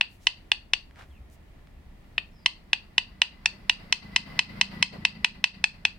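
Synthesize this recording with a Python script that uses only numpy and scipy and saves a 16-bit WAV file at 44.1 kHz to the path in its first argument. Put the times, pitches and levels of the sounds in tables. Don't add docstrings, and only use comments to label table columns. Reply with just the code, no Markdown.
import sys
import numpy as np
from scipy import signal
from scipy.fft import rfft, irfft
from scipy.io import wavfile
from scipy.ndimage import uniform_filter1d, minimum_filter1d

SR = 44100
rng = np.random.default_rng(int(sys.argv[2]) if len(sys.argv) > 2 else 0)


def master(y):
    cut = np.clip(np.atleast_2d(y).T, -1, 1)
    pcm = np.round(cut * 32767)
    wavfile.write(sys.argv[1], SR, pcm.astype(np.int16))


N = 263718
TIME_S = np.arange(N) / SR
TOP_HZ, BEAK_REF_HZ = 16000, 2750

# frequency in Hz, relative spectral density in dB.
RUMBLE_SPECTRUM = [(15, -35.5), (25, -3.5), (76, -10), (114, -16), (206, -18.5), (285, -24), (317, -24),
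                   (531, -33.5), (591, -29), (1260, -38), (1440, -38), (1560, -43), (1740, -35),
                   (6380, -54.5), (16000, -57.5)]
# time in seconds, relative force in dB, tuning in Hz, slip gap in ms,
# chatter relative to the hard slip in dB, treble boost in dB.
CLICKS = [(0.0115, -7.5, 2780, 1.04, -21, -8.5), (0.2703, -6.5, 2860, 0.97, -8, 1),
          (0.518, -8, 2930, 1.19, -9, -2), (0.7357, -11, 2883, 1.77, -15, 3.5),
          (2.181, -13.5, 2760, 1.6, -6.5, -14.5), (2.461, -8.5, 2810, 0.95, -3, 3),
          (2.7323, -7.5, 2810, 1.21, -11, -4.5), (2.9814, -6.5, 2830, 1.004, -9.5, -2),
          (3.2185, -5, 2824, 1.05, -10.5, -1), (3.4594, -11.5, 2604, 1.11, -11.5, 10),
          (3.6969, -7, 2760, 1.035, -7.5, 4), (3.9261, -7.5, 2720, .98, -6, 12.5),
          (4.1625, -6, 2660, .97, -3.5, 8), (4.3925, -3, 2630, 0.97, -5, 3.5),
          (4.613, -4, 2700, 0.98, -4.5, 6), (4.827, -2.5, 2630, 0.95, -4, 9.5),
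          (5.0517, -4, 2660, 0.96, -6.5, 3.5), (5.2466, -4, 2630, 1.008, -8.5, 3.5),
          (5.442, -2, 2700, .96, -10.5, 2.5), (5.6418, -7.5, 2570, 1.14, -13, 9),
          (5.8524, -8.5, 2690, 1.2, -19, 0)]
# frequency in Hz, width in Hz, gain in dB.
BEAK_MODES = [(1047, 280, -11), (1995, 420, -8), (2714, 354, 12.5), (3350, 250, -8.5), (4103, 480, -25),
              (5295, 100, -9.5), (7780, 960, -19)]
# frequency in Hz, gain in dB.
SLIP_SPECTRUM = [(1000, 2.5), (5600, 2.5), (7200, -6), (8700, -7), (11000, -17), (15000, -20.5)]
# frequency in Hz, left minus right in dB.
PORT_BALANCE = [(600, 1), (1000, 3), (1500, 7), (2100, 10.5), (2800, 1), (3900, -10.5), (4700, 3),
                (5400, -10), (7000, 2), (8000, 7.5), (9500, -12), (14000, -1.5)]
# frequency in Hz, left gain in dB, right gain in dB.
WALL_SPECTRUM = [(500, 6.5, -1.5), (1000, 2, 1), (2000, 3, -6), (2940, -1, -2), (3740, 1.5, -5),
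                 (4697, 14.5, 2), (5150, -9, 2), (6700, -5.5, 0), (7950, 2, 3.5), (12000, -10.5, -4.5)]
# start in seconds, length in seconds, level in dB, centre in Hz.
RUSTLES = [(0.058, 0.16, -68, 8200), (0.18, 0.12, -63, 4170), (0.932, 0.33, -77.5, 7200),
           (0.933, 0.15, -51, 1030), (1.288, 0.091, -65, 6980), (4.897, 0.1, -45.5, 444)]
# start in seconds, peak in dB, pitch in Hz.
TAPS = [(.910, -45, 2000), (.959, -44, 2200), (1.011, -37, 1700), (1.022, -43, 2300), (1.300, -53, 6500),
        (1.672, -46, 2000), (2.045, -53, 2400)]
# start and length in seconds, first and last pitch in Hz, level in dB.
CHIRPS = [(1.10, 0.1, 3720, 2310, -63), (2.32, 0.16, 5620, 4650, -66)]
# frequency in Hz, width in Hz, gain in dB.
PIPE_MODES = [(60, 88, -2.5), (149, 70, -3.5), (198.4, 47, 3)]
# frequency in Hz, relative level in dB.
HISS_SPECTRUM = [(100, -8), (350, 0), (1000, 0), (1800, -3.5), (2300, -4.5), (2800, -5), (3600, -11.5),
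                 (4600, -8), (5300, -13.5), (6200, -29), (15000, -27.5)]


def undb(db):
    return 10 ** (np.asarray(db) / 20)


def unit(x):
    return x / np.sqrt(np.mean(x ** 2))


def curve(points, hz, column=1):
    points = np.array(points, float)
    return np.interp(np.log(hz + 1), np.log(points[:, 0]), points[:, column])


def bins_hz(size):
    return np.arange(size // 2 + 1) * SR / size


def resonance(hz, centre_hz, width_hz):
    return 1j * hz * width_hz / (centre_hz ** 2 - hz ** 2 + 1j * hz * width_hz)


def min_phase(db):
    cepstrum = irfft(np.log(undb(db)))
    half = len(cepstrum) // 2
    return np.exp(rfft(cepstrum * np.r_[1, np.full(half - 1, 2), 1, np.zeros(half - 1)]))


def noise(gain, side):
    mid, wide = rfft(rng.standard_normal((2, N)))
    return unit(irfft(gain * (mid + side * wide * np.array([[1], [-1]])), N))


def drift(rate_hz):
    span = max(int(SR / rate_hz), 2)
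    steps = np.repeat(rng.standard_normal(N // span + 1), span)
    return unit(uniform_filter1d(uniform_filter1d(steps, span), span)[:N])


def add(out, start_s, sound):
    start = int(round(start_s * SR))
    lo, hi = max(start, 0), min(start + sound.shape[-1], N)
    out[..., lo:hi] += sound[..., lo - start:hi - start]


def rumble(level_db=-52, waver_db=0.8):
    hz = bins_hz(N)
    side = curve([(100, 0.16), (400, 0.64), (3000, 1.0)], hz)
    bed = noise(undb(curve(RUMBLE_SPECTRUM, hz)), side)
    return undb(level_db + waver_db * drift(5.4)) * bed


def slip_run(hz, treble, hard_s, gap_ms, chatter_db, lead_ms=1.1495, jitter_ms=0.015, fade_db=7):
    slips_ms = np.r_[-lead_ms - 0.8, -lead_ms, gap_ms * np.arange(5)]
    slips_db = np.r_[-19, -9, 0, chatter_db, chatter_db + 0.5 - fade_db * np.arange(3)]
    dull_db = -6 * curve([(5500, 0.42), (8000, 0.69)], hz)
    run = 0
    for ms, db in zip(slips_ms, slips_db):
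        late, strong, *patches = rng.standard_normal(14)
        spot_db = 2 * treble * np.interp(hz, np.linspace(0, TOP_HZ, len(patches)), patches)
        spot_db += dull_db * (ms != 0)
        delay_s = hard_s + (ms + jitter_ms * late) / 1000
        run += undb(db + 0.7 * strong + spot_db) * np.exp(-2j * np.pi * hz * delay_s)
    return run


def mic_ports(hz, lag_ms=0.042, pan_db=2.6):
    ports = np.array([min_phase(sign * curve(PORT_BALANCE, hz) / 2) for sign in (1, -1)])
    ports[1] *= np.exp(-2j * np.pi * hz * lag_ms / 1000)
    return ports * undb([[pan_db / 2], [-pan_db / 2]])


def beak(size=2048, gain_db=20, low_cut_hz=520, preroll_s=0.004):
    hz, direct, sent = bins_hz(size), np.zeros((2, N)), np.zeros(N)
    ports = mic_ports(hz)
    mouth = 1 - 2 * resonance(hz, 3500, width_hz=2500)
    low_cut = resonance(hz, low_cut_hz, low_cut_hz) * 1j * hz / low_cut_hz
    treble = curve([(2900, 0.14), (4800, 0.53), (6000, 1), (8000, 0.67)], hz)
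    for time_s, force_db, tuning_hz, gap_ms, chatter_db, bright_db in CLICKS:
        slips = slip_run(hz, treble, preroll_s, gap_ms, chatter_db)
        body = sum(undb(db) * resonance(hz, mode_hz * tuning_hz / BEAK_REF_HZ, width_hz)
                   for mode_hz, width_hz, db in BEAK_MODES)
        contact = min_phase(bright_db * treble + curve(SLIP_SPECTRUM, hz))
        click = undb(gain_db + force_db) * slips * body * mouth * contact * low_cut
        add(direct, time_s - preroll_s, irfft(click * ports))
        add(sent, time_s - preroll_s, irfft(click))
    return direct, sent


def walls(sent, size=32768, first_s=0.0091, build_s=0.00097):
    tail_db, low_t60_s, high_t60_s = -16, 0.24, 0.2
    scatter_db, scatter_t60_s = -10, 0.027
    t, hz = np.arange(size) / SR, bins_hz(size)
    onset = 1 - np.exp(-np.maximum(t - first_s, 0) / build_s)
    high_share = curve([(4500, 0), (8000, 0.9)], hz)
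    out = []
    for column in (1, 2):
        low, high, near = rng.standard_normal((3, size))
        low_tail = rfft(unit(low * onset * undb(-60 * t / low_t60_s)))
        high_tail = rfft(unit(high * onset * undb(-60 * t / high_t60_s)))
        tail = (1 - high_share) * low_tail + high_share * high_tail
        scatter = rfft(unit(near * (t > 0.002) * undb(-60 * t / scatter_t60_s)))
        response = undb(tail_db + curve(WALL_SPECTRUM, hz, column)) * tail + undb(scatter_db) * scatter
        out.append(signal.fftconvolve(sent, irfft(response) / np.sqrt(size))[:N])
    return np.array(out)


def rustles(grain_db=1.0):
    out = np.zeros((2, N))
    for start_s, length_s, db, centre_hz in RUSTLES:
        swell = np.sin(np.pi * np.clip((TIME_S - start_s) / length_s, 0, 1)) ** 2
        band = resonance(bins_hz(N), centre_hz, 2 * centre_hz) ** 2
        out += swell * undb(db + grain_db * drift(360)) * noise(band, side=0.74)
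    return out


def taps(size=2048, decay_s=0.00062):
    out, t = np.zeros((2, N)), np.arange(size) / SR
    for start_s, db, pitch_hz in TAPS:
        burst = rng.standard_normal(size) * np.exp(-t / decay_s)
        tap = irfft(rfft(burst) * resonance(bins_hz(size), pitch_hz, 0.84 * pitch_hz) ** 2)
        add(out, start_s, undb(db) * tap / np.abs(tap).max())
    return out


def drone(start_s=0.8, rise_s=0.095, level_db=-50.5, fade_db_per_s=9.5, waver_db=4):
    age_s = np.maximum(TIME_S - start_s, 0)
    band = noise(resonance(bins_hz(N), centre_hz=66, width_hz=18) ** 2, side=0.087)
    onset = np.minimum(age_s / rise_s, 1)
    return onset * undb(level_db - fade_db_per_s * age_s + waver_db * drift(13)) * band


def far_bird(blur_hz=140, bend=0.65):
    out = np.zeros((2, N))
    for start_s, length_s, from_hz, to_hz, db in CHIRPS:
        progress = np.clip((TIME_S - start_s) / length_s, 0, 1)
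        phase = 2 * np.pi * np.cumsum(from_hz + (to_hz - from_hz) * progress ** bend) / SR
        blur = noise(1 / (1 + (bins_hz(N) / blur_hz) ** 2), side=0.28)
        swell = np.sqrt(np.abs(np.sin(np.pi * progress)))
        out += undb(db) * swell * blur * np.sin(phase)
    return out


def exhaust(firing_hz=27.75, uneven_db=2.0, noise_db=-7, street_t60_s=0.45):
    cycles = np.cumsum(firing_hz * (1 + 0.008 * drift(5))) / SR
    firings = np.diff(np.floor(cycles), prepend=0) * undb(uneven_db * drift(60))
    modes = sum(undb(db) * np.abs(resonance(bins_hz(N), mode_hz, width_hz)) ** 2
                for mode_hz, width_hz, db in PIPE_MODES)
    pipe = min_phase(20 * np.log10(modes + 1e-6))
    echoes = rng.standard_normal(N) * undb(-60 * TIME_S / street_t60_s)
    street = np.exp(1j * np.angle(rfft(echoes)))
    return unit(irfft(rfft(firings) * pipe * street, N)) + undb(noise_db) * noise(pipe, side=0.4)


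def road_hiss(waver_db=1.5):
    return undb(waver_db * drift(25)) * noise(undb(curve(HISS_SPECTRUM, bins_hz(N))), side=0.92)


def whine(pitch_hz=2005, width_hz=70, waver_hz=22):
    flutter = noise(1 / (1 + (2 * bins_hz(N) / width_hz) ** 2), side=0.68)
    phase = 2 * np.pi * np.cumsum(pitch_hz + waver_hz * drift(8)) / SR
    return unit(flutter * np.sin(phase)) * undb([[2], [-3]])


def pass_gain(peak_s, peak_db, db_per_doubling, speed_m_s=14.6, nearest_m=8.2):
    distance_m = np.hypot(speed_m_s * (TIME_S - peak_s), nearest_m)
    return undb(peak_db - db_per_doubling * np.log2(distance_m / nearest_m))


def motorbike(pass_s=4.506, exhaust_lag_s=0.18):
    return (exhaust() * pass_gain(pass_s + exhaust_lag_s, peak_db=-41.5, db_per_doubling=11.5)
            + road_hiss() * pass_gain(pass_s, peak_db=-48.5, db_per_doubling=11)
            + whine() * pass_gain(pass_s, peak_db=-50.5, db_per_doubling=14))


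def scene():
    direct, sent = beak()
    parakeet = direct + walls(sent) + taps() + rustles()
    return parakeet + motorbike() + far_bird() + rumble() + drone()


def record(dry, hold_s=0.088, release_s=0.012, ahead_samples=181):
    half_hold, half_release = int(hold_s * SR) // 2, int(release_s * SR) // 2
    needed = 1 / np.maximum(np.abs(dry), 1)
    held = minimum_filter1d(needed, 2 * half_hold + 1, origin=half_hold, mode="nearest")
    released = uniform_filter1d(held, 2 * half_release + 1, origin=half_release, mode="nearest")
    ahead = minimum_filter1d(np.minimum(held, released), 2 * ahead_samples)
    gain = uniform_filter1d(ahead, ahead_samples)
    low_pass = signal.ellip(8, 0.2, 70, TOP_HZ, fs=SR, output="sos")
    return signal.sosfilt(low_pass, dry * gain)


dry = scene()
out = record(dry)
master(out)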